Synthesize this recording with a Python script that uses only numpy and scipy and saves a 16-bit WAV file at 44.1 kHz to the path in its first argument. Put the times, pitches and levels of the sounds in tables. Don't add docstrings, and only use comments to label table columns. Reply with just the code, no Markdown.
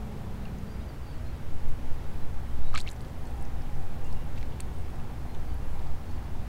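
import sys
import numpy as np
from scipy import signal
from scipy.fft import rfft, irfft, next_fast_len
from scipy.io import wavfile
from scipy.ndimage import uniform_filter1d, map_coordinates

SR = 44100
rng = np.random.default_rng(int(sys.argv[2]) if len(sys.argv) > 2 else 0)


def rack_gain(trim_db):
    fader = np.asarray(trim_db, float)
    return 10 ** (fader / 20)


def wav_record(signal):
    frames = np.transpose(np.atleast_2d(signal))
    bounded = np.clip(frames, -1, 1)
    quanta = np.round(bounded * 32767).astype(np.int16)
    wavfile.write(sys.argv[1], SR, quanta)


N = 285756

# (frequency [Hz], density [dB per Hz])
BREEZE_SPECTRUM = [(1.2, -9.5), (2.5, -1.5), (6, 2.5), (10, -1.5), (20, -19), (40, -47), (80, -82.5)]
# (time [s], peak level [dB], length [s])
GUSTS = [(.34, -40, 0.18), (1.238, -29, .12), (1.53, -21, .1), (1.691, -11.5, .07), (1.902, -19.5, 0.098),
         (2.182, -19, 0.15), (2.373, -23.5, 0.073), (2.67, -12.5, .2), (3.373, -27, .25), (3.8, -22, 0.34),
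         (4.14, -21, 0.17), (4.404, -22.5, .14), (4.722, -30, 0.11), (4.95, -33, .35), (5.43, -23, 0.14),
         (5.744, -20.5, 0.18), (5.94, -24.5, 0.11), (6.1, -29.5, 0.16), (6.392, -30, 0.13)]
# (time [s], level [dB])
TRAFFIC = [
    (0, -56),
    (.7, -57),
    (1.2, -59),
    (2.2, -55.5),
    (2.65, -56.5),
    (4, -54.7),
    (4.6, -56),
    (5.05, -54.5),
    (6.48, -55.5),
]
# (frequency [Hz], density [dB per Hz])
RUMBLE_SPECTRUM = [(15, -13), (28, -4.5), (40, -13), (64, -6), (107, -12), (148, -14.5), (210, -20),
                   (307, -23), (570, -29), (900, -55)]
# (frequency [Hz], density [dB per Hz])
HISS_SPECTRUM = [(300, -13), (570, -2.5), (1150, -2), (1720, -5), (3000, -11.5), (5000, -18), (8000, -25),
                 (12000, -32), (15700, -42)]
# (frequency [Hz], width [Hz], level [dB])
TYRE_RESONANCES = [(800, 454, 0), (767, 130, -9)]
# (frequency [Hz], width [Hz], level [dB])
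BLURRED_MOTORS = [(58.7, 17, -49), (86.5, 8.2, -53), (116.3, 5.8, -52.5), (142.1, 6.4, -52)]
# (frequency [Hz], level [dB])
STOPPING_MOTOR = [(161, -56), (186, -52), (215.3, -51), (425.3, -61)]
# (first [Hz], middle [Hz], last [Hz], first level [dB], last level [dB])
DRONES = [(57, 59, 56, -45.5, -43.5), (86, 88, 82, -51, -49.5), (242.6, 242.9, 241.2, -60, -58)]
# (time [s], length [s], first
# [Hz], last [Hz], peak level [dB])
WHINE_SWELLS = [
    (1.07, 0.27, 634, 628, -56.5),
    (3.17, 0.37, 800, 790, -54),
    (3.5, .42, 816, 800, -56),
    (3.8, 0.81, 794, 759, -60),
]
# (start [s], end [s], peak level [dB], mean pitch [Hz])
SPRAY = [(2.729, 2.791, -35, 2410), (2.761, 2.812, -36.5, 4400), (2.86, 2.898, -51, 3460),
         (2.88, 2.935, -46, 8500), (3.037, 3.11, -56, 8000), (4.045, 4.08, -52, 7000),
         (4.357, 4.393, -49, 3450), (4.406, 4.445, -53, 3200), (4.461, 4.572, -51.5, 2800),
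         (4.719, 4.84, -64, 8800), (5.786, 5.922, -54, 5500), (6.119, 6.3, -52, 3300),
         (6.108, 6.12, -54, 8200), (2.77, 2.825, -43, 9000), (2.732, 2.77, -50, 7500), (0, .22, -53, 3300)]
# (time [s], peak level [dB], pitch [Hz])
DRIPS = [(0.3436, -50, 8950), (0.4536, -43, 4300), (0.5865, -45, 6330), (1.3651, -50, 10640),
         (2.9165, -38, 10400), (2.963, -50, 5700), (3.0163, -42, 9130), (3.0485, -46, 4440),
         (3.082, -51, 8100), (3.2715, -44, 7920), (3.3084, -45, 9350), (3.3802, -48, 9220),
         (3.3998, -51, 6550), (3.4126, -44, 8050), (3.4256, -38, 9600), (3.4527, -44, 5810),
         (3.6206, -46, 5000), (3.7542, -49, 5850), (4.0457, -46, 6980), (4.0559, -50, 7450),
         (4.243, -47, 9400), (4.3835, -47, 7410), (4.601, -36, 2400), (4.6049, -24.5, 8900),
         (4.9039, -49, 9170), (4.9587, -47, 7670), (5.5432, -41, 11000), (5.7937, -45, 3598),
         (5.82, -50, 8500), (5.871, -48, 4500)]
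# (time [s], peak level [dB], pitch [Hz])
FAT_DROPS = [
    (3.0077, -41.5, 4310),
    (3.2546, -45, 5800),
    (4.1273, -39, 4900),
    (4.3605, -50, 4000),
    (4.378, -40, 2500),
    (4.412, -44, 3000),
    (4.4289, -37.5, 2180),
    (5.348, -44, 3300),
]
# (time [s], peak level [dB],
# pitch [Hz], life [cycles])
RINGING_BUBBLES = [(2.7415, -36, 4090, 2.9), (2.7421, -28.5, 1230, 8.7), (2.7499, -29, 2770, 3.3),
                   (2.7509, -32.5, 7700, 4.7), (2.7529, -28, 1260, 5.6), (2.7543, -27, 1700, 1.4),
                   (2.7577, -29, 2235, 9.7), (2.7591, -28.5, 4000, 5.8), (2.7749, -25.5, 4250, 3.9),
                   (2.7758, -33, 1465, 6.6), (2.777, -27, 7500, 1.9), (2.7775, -30, 2410, 6),
                   (2.7797, -25, 3400, 1.1), (2.7886, -37, 8700, 6.6), (2.7888, -35, 4260, 5),
                   (2.7892, -35, 2450, 4), (2.7977, -35, 7900, 3.3), (2.8037, -31, 3940, 7.2),
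                   (2.8038, -30, 9220, 2.6), (2.812, -36, 4560, 6.2), (2.8135, -31, 7800, 2.6),
                   (2.8639, -41, 2200, 12.7), (2.8716, -36, 3750, 2.1), (2.8763, -28.5, 2740, 3.4),
                   (2.8818, -38, 5770, 2.2), (2.8834, -37, 2280, 3.1), (2.8892, -31, 3970, 5.0),
                   (2.9023, -37, 7620, 2.1), (2.9147, -36, 7500, 4.3), (2.932, -43, 9000, 5.4),
                   (2.7565, -32.5, 1220, 8.7), (2.7605, -38, 2230, 8.4), (2.7665, -40, 4200, 16),
                     (2.7497, -30, 5800, 1.8), (2.7768, -43, 12000, 2), (2.8038, -43, 13000, 2),
                     (4.6049, -30, 13000, 1.5), (4.601, -42, 1600, 1.4), (4.6049, -33, 9400, 1),
                     (2.7425, -41, 770, 3), (5, -44, 2700, 1.5), (4.4292, -43, 3600, 1.3),
                     (0.4536, -46, 2780, 12), (4.6049, -40.5, 4460, 7)]
# (time [s], length [s], first [Hz], last [Hz], peak level [dB])
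WHISTLES = [(.66, 0.1, 4550, 4820, -64), (.74, .15, 4780, 4960, -72), (.87, 0.065, 4850, 4250, -62.5),
            (1.02, .16, 4700, 4360, -63), (1.24, .075, 4090, 4220, -65), (.72, .05, 5700, 5850, -74),
            (1.61, .04, 4380, 4380, -68), (2.62, 0.11, 3820, 3870, -62), (2.67, .045, 4180, 4400, -64),
            (3.255, .035, 4330, 4310, -64), (4.04, .055, 2700, 2800, -60), (4.12, .12, 2820, 2800, -65),
            (4.08, 0.067, 4180, 4200, -69), (5.27, .08, 4150, 4150, -67), (5.43, 0.13, 4650, 4590, -70),
            (5.6, 0.073, 2750, 2700, -64.5), (6.07, .055, 4380, 4380, -66), (6.13, .06, 4950, 4300, -70),
            (.46, 0.044, 2500, 2250, -64), (2.21, .04, 3900, 4100, -67), (2.47, .09, 3050, 3200, -68),
            (5.49, .06, 3010, 3050, -69), (6.33, .08, 3520, 3500, -67), (.8, .03, 3450, 3950, -64)]
# (delay [s], level [dB])
HULL_ECHOES = [(.0011, -21), (.0026, -13)]
# (decay time to -60 dB [s], level [dB])
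HULL_SCATTER = (0.031, -13)


def unit(x):
    return x / np.sqrt(np.mean(x ** 2) + 1e-20)


def curves(rows):
    s, *cols = np.transpose(rows)
    t = np.arange(N) / SR
    return [np.interp(t, s, c, left=c[0], right=c[-1]) for c in cols]


def wobble(rate):
    knots = rng.standard_normal(int(N * rate / SR) + 4)
    return map_coordinates(knots, [np.arange(N) * rate / SR])


def shaped(x, response):
    m = next_fast_len(N + 8192)
    spectrum = rfft(x, m) * response(np.fft.rfftfreq(m, 1 / SR))
    return unit(irfft(spectrum, m)[:N])


def colour(points):
    f, db = np.transpose(points)
    return lambda hz: rack_gain(np.interp(np.log(hz + 0.17), np.log(f), db, left=-120))


def hump(centre_hz, width_hz):
    return lambda hz: 1 / (1 + (2 * (hz - centre_hz) / width_hz) ** 2)


def patchy(depth_db):
    z = signal.stft(rng.standard_normal(N + 1024), nperseg=512)[2]
    field = uniform_filter1d(rng.standard_normal(z.shape), 6, 0)
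    field = uniform_filter1d(field, 14, 1)
    return signal.istft(z * rack_gain(depth_db * unit(field)), nperseg=512)[1][:N]


def far_tones(tables, flutter_db, waver, rate):
    total, t = np.zeros(N), np.arange(N) / SR
    flutter = rack_gain(4 + flutter_db * wobble(rate))
    bend = 1 + waver * wobble(rate)
    for rows in tables:
        hz, db = curves(rows)
        on = (t > rows[0][0]) & (t < rows[-1][0])
        phase = 2 * np.pi * np.cumsum(hz * bend) / SR
        total += on * rack_gain(db) * np.sin(phase)
    return total * flutter


def swells(rows, edge_db):
    bow = 1.008
    return [[(s, first, db + edge_db), (s + span / 2, bow * (first + last) / 2, db), (s + span, last, db + edge_db)]
            for s, span, first, last, db in rows]


def bubbles(rows, rise, crack):
    s, db, hz, cycles = (c[:, None] for c in np.transpose(rows))
    t = np.arange(1500) / SR
    age = t * hz / cycles * 1.7
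    envelope = 2.33 * (1 - np.exp(-3.5 * age)) * np.exp(-age)
    phase = 2 * np.pi * hz * t * (1 + rise * (age / 2 - .6))
    tick = crack * np.exp(-t / 0.00015) * rng.standard_normal((len(rows), len(t)))
    rings = rack_gain(db) * (envelope * np.sin(phase) + tick)
    where = np.round(s * SR).astype(int) + np.arange(len(t))
    return np.bincount(where.ravel(), rings.ravel(), N + SR)[:N]


def breeze():
    calm_db, fall_db = -41, 22
    push_ceiling = .24
    t = np.arange(N) / SR
    level = rack_gain(calm_db) + sum(rack_gain(db - fall_db * ((t - s) / span) ** 2) for s, db, span in GUSTS)
    swings = shaped(rng.standard_normal(N), colour(BREEZE_SPECTRUM))
    even = swings / np.sqrt(np.abs(uniform_filter1d(swings ** 2, SR // 5)) + 0.23)
    push = level * unit(even)
    return push_ceiling * np.tanh(push / push_ceiling)


def far_shore():
    traffic_db, = curves(TRAFFIC)
    rumble_db = -39.4 + 0.22 * (traffic_db - traffic_db.mean())
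    rumble = rack_gain(rumble_db) * shaped(patchy(0.48), colour(RUMBLE_SPECTRUM))
    roar = sum(rack_gain(db) * shaped(patchy(1.4), hump(hz, w)) for hz, w, db in TYRE_RESONANCES)
    tyres = rack_gain(1.587 * traffic_db + 33.5) * roar
    hiss = rack_gain(-54) * shaped(patchy(0.65), colour(HISS_SPECTRUM))
    return rumble + tyres + hiss


def motors():
    t, end_s = np.arange(N) / SR, N / SR
    blur = sum(rack_gain(db) * shaped(rng.standard_normal(N), hump(hz, w)) for hz, w, db in BLURRED_MOTORS)
    clear = sum(rack_gain(db + 5 + wobble(5.6)) * np.sin(2 * np.pi * hz * t) for hz, db in STOPPING_MOTOR)
    clear = clear * np.clip((0.92 - t) / 0.14, 0, 1)
    drone = np.zeros(N)
    for first, middle, last, first_db, last_db in DRONES:
        path = [(0, first, first_db), (end_s / 2, middle, (first_db + last_db) / 2), (end_s, last, last_db)]
        drone += far_tones([path], flutter_db=1.8, waver=0.012, rate=6)
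    whines = far_tones(swells(WHINE_SWELLS, edge_db=-13), flutter_db=0.5, waver=0.02444, rate=18)
    return blur + drone + clear + whines


def spray():
    rows = []
    for start, end, db, hz in SPRAY:
        when, size, pitch, life = rng.random((40, 4)).T
        bell = np.sin(np.pi * when) ** .5
        times = start + (end - start) * when
        levels = db - 14 * size - 12 * (1 - bell)
        pitches = np.minimum(hz * np.exp(1.1 * (pitch - .5)), 13000)
        rows.append(np.transpose([times, levels, pitches, 2 + 6 * life ** 2]))
    return bubbles(np.concatenate(rows), rise=0.14, crack=0.25)


def drips():
    single = [(s, db, hz, 2.8 + 0.62 * np.log2(hz / 4000)) for s, db, hz in DRIPS]
    twin_ratio, twin_db, fat_cycles = 1.78, -2.5, 2.6
    fat = [(s, db + k * twin_db, hz * twin_ratio ** k, fat_cycles) for s, db, hz in FAT_DROPS for k in (0, 1)]
    string_s, gap_s, string_db, string_hz = 4.74, .0115, -52, 8700
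    string = [(string_s + gap_s * (k + .3 * a), string_db + 2.5 * b, string_hz * (1 + .06 * c), 5)
              for k, (a, b, c) in enumerate(rng.standard_normal((8, 3)))]
    return bubbles(single + fat + string, rise=0.018, crack=0.25)


def splashes():
    return bubbles(RINGING_BUBBLES, rise=0.013, crack=0.15)


def birds():
    return far_tones(swells(WHISTLES, edge_db=-10.5), flutter_db=2.5, waver=0.0039, rate=76)


def hull(x):
    t60_s, scatter_db = HULL_SCATTER
    t = np.arange(SR // 16) / SR
    tail = rng.standard_normal(len(t)) * rack_gain(-60 * t / t60_s) * (t > .002)
    tail = tail / np.linalg.norm(tail)
    wet = x + rack_gain(scatter_db) * signal.fftconvolve(x, tail)[:N]
    for late, db in HULL_ECHOES:
        wet += rack_gain(db) * np.roll(x, round(late * SR))
    return signal.sosfilt(signal.butter(1, 11500, fs=SR, output="sos"), wet)


def scene():
    air = breeze() + far_shore() + motors() + birds()
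    water = spray() + drips() + splashes()
    return (hull(water) + air)[None]


def band_limit(x):
    return signal.sosfilt(signal.butter(12, 16390, fs=SR, output="sos"), x)


def record(dry):
    passed = np.fft.rfftfreq(N, 1 / SR) < 15790
    banded = irfft(rfft(dry) * passed, N)
    return band_limit(banded)


dry = scene()
out = record(dry)
wav_record(out)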